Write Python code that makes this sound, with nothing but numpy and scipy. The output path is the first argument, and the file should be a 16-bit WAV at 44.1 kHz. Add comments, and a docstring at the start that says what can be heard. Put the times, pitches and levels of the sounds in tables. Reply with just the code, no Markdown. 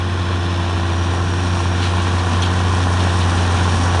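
"""A six-cylinder diesel tractor drives closer over a dry maize field, pulling a rotary cutter.
Periodic exhaust pulses make a harmonic drone, and uneven blows of the cylinders excite the block.
Injectors hiss, the cooling fan hums at its blade rate, and the turbocharger and gears whistle.
The cutter adds broadband noise: it roars and shreds stalks, debris now and then rattles on its deck,
and one stone pings off a blade."""
import sys
import numpy as np
from scipy.fft import rfft, irfft, next_fast_len
from scipy.io import wavfile
from scipy.ndimage import map_coordinates

SR = 44100
rng = np.random.default_rng(int(sys.argv[2]) if len(sys.argv) > 2 else 0)


def to_wav(s):
    """Save 16-bit WAV."""
    ch = np.atleast_2d(s).T  # columns
    pcm = np.round(np.clip(ch, -1, 1) * 32767)  # PCM
    wavfile.write(sys.argv[1], SR, pcm.astype(np.int16))


N = 176400
T = np.arange(N) / SR
CYLINDERS = 6  # firings per engine cycle

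# Cutter spectra: f/Hz, relative level/dB
STONE_SPECTRUM = [(2000, -30), (3300, -14), (5000, -13), (6100, 2), (7000, -11.5), (9500, -11.5),
                  (11000, -24)]
DECK_SPECTRUM = [(600, -25), (1700, -20), (2100, 3), (2500, 3.5), (3300, 8.5), (4300, 3.5), (5000, -7),
                 (6200, -8), (7500, -13), (10000, -15)]
ROAR_SPECTRUM = [(200, -11), (450, -4.5), (610, -7), (820, -6.5), (935, -5.5), (1020, 1), (1130, 0.5),
                 (1270, -8), (1370, -2), (1600, -5), (1880, -5), (2080, -17), (2500, -15.5), (4000, -29.5),
                 (8000, -49)]
SHRED_SPECTRUM = [(900, -11.5), (1800, -2), (1980, -11), (2150, -7.5), (2290, 0.5), (2700, 0), (3300, 1),
                  (3900, -1.5), (4850, -11.5), (5600, -9), (6300, -12.5), (7400, -21), (9500, -21.5),
                  (11000, -39)]
STRAW_SPECTRUM = [(2000, -24), (4000, 0.5), (6200, 3.5), (7500, -2.5), (9600, 0.5), (10600, -27)]
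# Sprays on the deck: t/s, level/dB, hold/s, T60/s
DEBRIS_SPRAYS = [(1.82, -28.5, 0.036, .15), (2.18, -29, 0.015, .1), (2.419, -22, 0.014, .09),
                 (2.451, -30, 0.011, 0.095), (2.992, -28, 0.014, .09), (3.2, -28.5, .025, .08),
                 (3.372, -30.5, 0.02, .1)]
# Crop passing through the cutter: t/s, shredding level/dB, straw level/dB
CROP_LEVELS = [(0, -34.5, -50.5), (.9, -33, -49), (1.35, -33.5, -42), (1.85, -31.5, -41.5),
               (2.7, -32.5, -41), (3.15, -31.5, -38), (4, -31, -37)]
# Turbocharger and gear whistles: t/s, f/Hz, level/dB
TURBO_TRACK = [(0, 5200, -51), (.45, 5285, -47), (.76, 5390, -50), (.84, 5760, -47), (1.05, 5684, -45.5),
               (1.6, 5610, -42.5), (1.95, 5590, -50), (2.4, 5540, -45), (3.1, 5530, -45), (3.55, 5590, -47),
               (3.75, 5580, -39), (4, 5630, -45)]
GEAR_TRACK = [(0, 3376, -48), (.5, 3444, -41), (.8, 3520, -50), (1.2, 3510, -51), (2, 3630, -62)]
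# Fan hum: multiple of the blade rate, level/dB
FAN_HARMONICS = [(1, -33), (2, -42.5), (3, -45.5), (4, -59.5)]
# Swell of the hum: t/s, gain/dB
FAN_SWELL = [(0, -2.5), (.3, -0.5), (.8, 1), (1.0, 0.5), (1.5, 0.5), (2.3, -1.5), (4, -3.5)]
# Engine spectra: f/Hz, relative level/dB
INJECTOR_SPECTRUM = [(2000, -23), (3000, 2.5), (4800, -6), (6000, -0.5), (7500, -13.5), (10000, -21)]
BLOCK_RESPONSE = [(200, -19), (550, -8.5), (740, 1), (900, -0.5), (1080, 2.5), (1250, -12), (1500, -4),
                  (1850, -21), (2100, -26.5), (3000, -17), (6000, -32.5)]
RUMBLE_SPECTRUM = [(20, -41), (31, -30), (37, -18), (45, -12), (62, -6.5), (110, 2), (160, -1.5), (230, 1),
                   (310, -8.5), (400, -6), (600, -13), (1000, -41.5)]
# One blow per cylinder: place in the cycle/firings, relative level/dB
CYLINDER_BLOWS = [(.62, -3), (1.62, -9), (2.74, -0.5), (3.84, 0), (4.6, -2.5), (5.76, 2.5)]
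# Tones of the block and of uneven firing: multiple of the cycle rate, level/dB at half time
BLOCK_ORDERS = [(42, -51), (48, -48), (50, -42.5), (54, -42.5), (55, -45), (60, -42), (66, -43.5),
                (70, -44), (72, -48), (76, -46), (90, -47)]
LOPE_ORDERS = [(4, -42.5), (5, -46), (7, -47.5), (9, -52), (11, -43), (21, -57.5)]
# Exhaust drone: multiple of the firing rate, level/dB at half time
EXHAUST_HARMONICS = [(1, -18), (2, -32.5), (3, -37), (4, -55), (5, -47.5)]
# Firing rate: t/s, f/Hz
FIRING_RATE = [(0.0, 90.96), (0.15, 90.41), (0.6, 89.56), (0.95, 88.22), (1.4, 90.53), (1.65, 89.7),
               (2.05, 90.25), (2.35, 89.5), (2.65, 90.41), (3.05, 89.46), (3.3, 88.79), (3.55, 89.29),
               (4.0, 88.64)]


def amp(db):
    """Amplitude ratio of a level in decibels."""
    return 10 ** (np.asarray(db) / 20)


def unit(x):
    """Normalisation to rms 1."""
    return x / np.sqrt(np.mean(x ** 2) + 1e-20)


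def curves(rows):
    """Linear interpolation in time: one value per sample for each later column."""
    times, *columns = np.transpose(rows)
    return [np.interp(T, times, column) for column in columns]


def wobble(rate):
    """Smooth random modulation: a spline through rate knots a second."""
    return map_coordinates(rng.standard_normal(int(N * rate / SR) + 4), [T * rate])


def coloured(x, spectrum):
    """Minimum-phase filtering: folding the cepstrum makes the response causal."""
    size = 2 * next_fast_len(N // 2 + 8192)
    hz, db = np.transpose(spectrum)
    bins_hz = np.fft.rfftfreq(size, 1 / SR)
    log_gain = np.log(amp(np.interp(np.log1p(bins_hz), np.log1p(hz), db)))
    cepstrum = irfft(log_gain)
    cepstrum[1:size // 2] *= 2
    cepstrum[size // 2 + 1:] = 0
    return irfft(rfft(x, size) * np.exp(rfft(cepstrum)))[:N]


def noise(spectrum):
    """Spectrally shaped Gaussian noise, rms 1."""
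    return unit(coloured(rng.standard_normal(N), spectrum))


def crackle(per_s, spread_db):
    """A Poisson process of snaps of widely varying size, rms 1."""
    impulses = (rng.random(N) < per_s / SR) * rng.choice([-1, 1], N)
    return unit(impulses * amp(spread_db * np.minimum(rng.standard_normal(N), 2)))


def approach(db_per_s):
    """Level rises as a source comes nearer; the gain is 1 at half time."""
    return amp(db_per_s * (T - T.mean()))


def orders(table, firings):
    """Superposition of tones phase-locked to the engine cycle."""
    cycles = firings / CYLINDERS
    return np.sqrt(2) * sum(amp(db) * np.cos(2 * np.pi * (round(k) * cycles + rng.random()))
                            for k, db in table)


def stone_ping(start_s=2.4215, level_db=-25.5, t60_s=0.04):
    """Impact excitation: a stone meets a blade in one bright, exponentially decaying crack."""
    age = np.maximum(T - start_s, 0)
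    return (T > start_s) * amp(level_db - 60 * age / t60_s) * noise(STONE_SPECTRUM)


def debris(rise_s=0.0047):
    """Dense impacts of stalk and grit merge into noise bursts coloured by the deck's resonances."""
    envelope = np.zeros(N)
    for start, db, hold, t60 in DEBRIS_SPRAYS:
        age = np.maximum(T - start, 0)
        attack = 1 - np.exp(-age / rise_s)
        envelope += attack * amp(db - 60 * np.maximum(age - hold, 0) / t60)
    return envelope * noise(DECK_SPECTRUM)


def whistle(track, width_hz, waver_hz):
    """Quadrature modulation spreads a wavering tone into a narrow band of noise."""
    hz, level_db = curves(track)
    phase = 2 * np.pi * np.cumsum(hz + waver_hz * wobble(25)) / SR
    return amp(level_db) * unit(wobble(width_hz) * np.cos(phase) + wobble(width_hz) * np.sin(phase))


def injectors(firings, level_db=-44, sharpness=2.1):
    """Amplitude modulation bunches the injectors' hiss into a tick at each firing."""
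    gate = np.exp(sharpness * np.cos(2 * np.pi * firings))
    return amp(level_db) * unit(gate * noise(INJECTOR_SPECTRUM)) * approach(db_per_s=2.3)


def fan(firings, blades_per_firing=3.803):
    """Periodic blade passage: the belt-driven fan hums in harmonics that follow engine speed."""
    swell_db, = curves(FAN_SWELL)
    blades = blades_per_firing * firings + 0.018 * wobble(9)
    hum = sum(amp(db + 0.31 * wobble(7.12)) * np.sin(2 * np.pi * round(k) * blades)
              for k, db in FAN_HARMONICS)
    return np.sqrt(2) * amp(swell_db) * hum


def cutter():
    """Brittle fracture of stalks and straw adds hiss and snaps to the roar of blades and gears."""
    shred_db, straw_db = curves(CROP_LEVELS)
    roar = amp(-28 + 0.54 * wobble(12)) * noise(ROAR_SPECTRUM) * approach(db_per_s=1.5)
    tearing = rng.standard_normal(N) + 0.5 * crackle(per_s=1100, spread_db=8)
    shred = amp(shred_db + 0.35 * wobble(9.3) + 1.03 * wobble(30))
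    shred *= unit(coloured(tearing, SHRED_SPECTRUM))
    snapping = rng.standard_normal(N) + 0.6 * crackle(per_s=900, spread_db=7)
    straw = amp(straw_db + 0.5 * wobble(11) + 1.5 * wobble(45))
    straw *= unit(coloured(snapping, STRAW_SPECTRUM))
    return roar + shred + straw


def block(firings):
    """Forced vibration: the block radiates tones at high orders of the engine cycle."""
    return orders(BLOCK_ORDERS, firings) * approach(db_per_s=2.5)


def knock(firings, level_db=-31, scatter_db=1.6, jitter_s=0.00035, rattle=0.12, t60_s=0.014):
    """Impulse response: each cylinder excites the block once a cycle with a blow and a short rattle."""
    age = np.arange(SR // 30) / SR
    decay = amp(-60 * age / t60_s)
    force = np.zeros(N + len(age))
    for place, db in CYLINDER_BLOWS:
        for start in np.interp(np.arange(place, firings[-1], CYLINDERS), firings, T):
            at = int(np.clip((start + jitter_s * rng.standard_normal()) * SR, 0, N))
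            blow = (age == 0) + rattle * decay * rng.standard_normal(len(age))
            force[at:at + len(age)] += amp(db + scatter_db * rng.standard_normal()) * blow
    return amp(level_db) * unit(coloured(force[:N], BLOCK_RESPONSE)) * approach(db_per_s=1.5)


def exhaust(firings):
    """Periodic pulses form a harmonic series; uneven firing adds a lope, and the gas flow rumbles."""
    drone = np.sqrt(2) * sum(amp(db) * np.cos(2 * np.pi * round(k) * firings)
                             for k, db in EXHAUST_HARMONICS)
    lope = orders(LOPE_ORDERS, firings)
    tones = (drone + lope) * amp(0.11 * wobble(10)) * approach(db_per_s=1.05)
    rumble = amp(-27.5) * noise(RUMBLE_SPECTRUM) * approach(db_per_s=1.26)
    return tones + rumble


def scene():
    """Superposition in mono: five engine sounds share one firing phase; whistles and cutter run free."""
    firing_hz, = curves(FIRING_RATE)
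    firings = np.cumsum(firing_hz) / SR
    engine = exhaust(firings) + block(firings) + knock(firings) + injectors(firings) + fan(firings)
    turbo = whistle(TURBO_TRACK, width_hz=210, waver_hz=24.9)
    gears = whistle(GEAR_TRACK, width_hz=140, waver_hz=24.8)
    return (engine + turbo + gears + cutter() + debris() + stone_ping())[None]


def record(dry):
    """Band limiting: an ideal low-pass filter removes the highest treble."""
    cutoff_hz = 10400
    size = next_fast_len(N + 8192)
    passband = np.fft.rfftfreq(size, 1 / SR) < cutoff_hz
    return irfft(rfft(dry, size) * passband, size)[:, :N]


dry = scene()
out = record(dry)
to_wav(out)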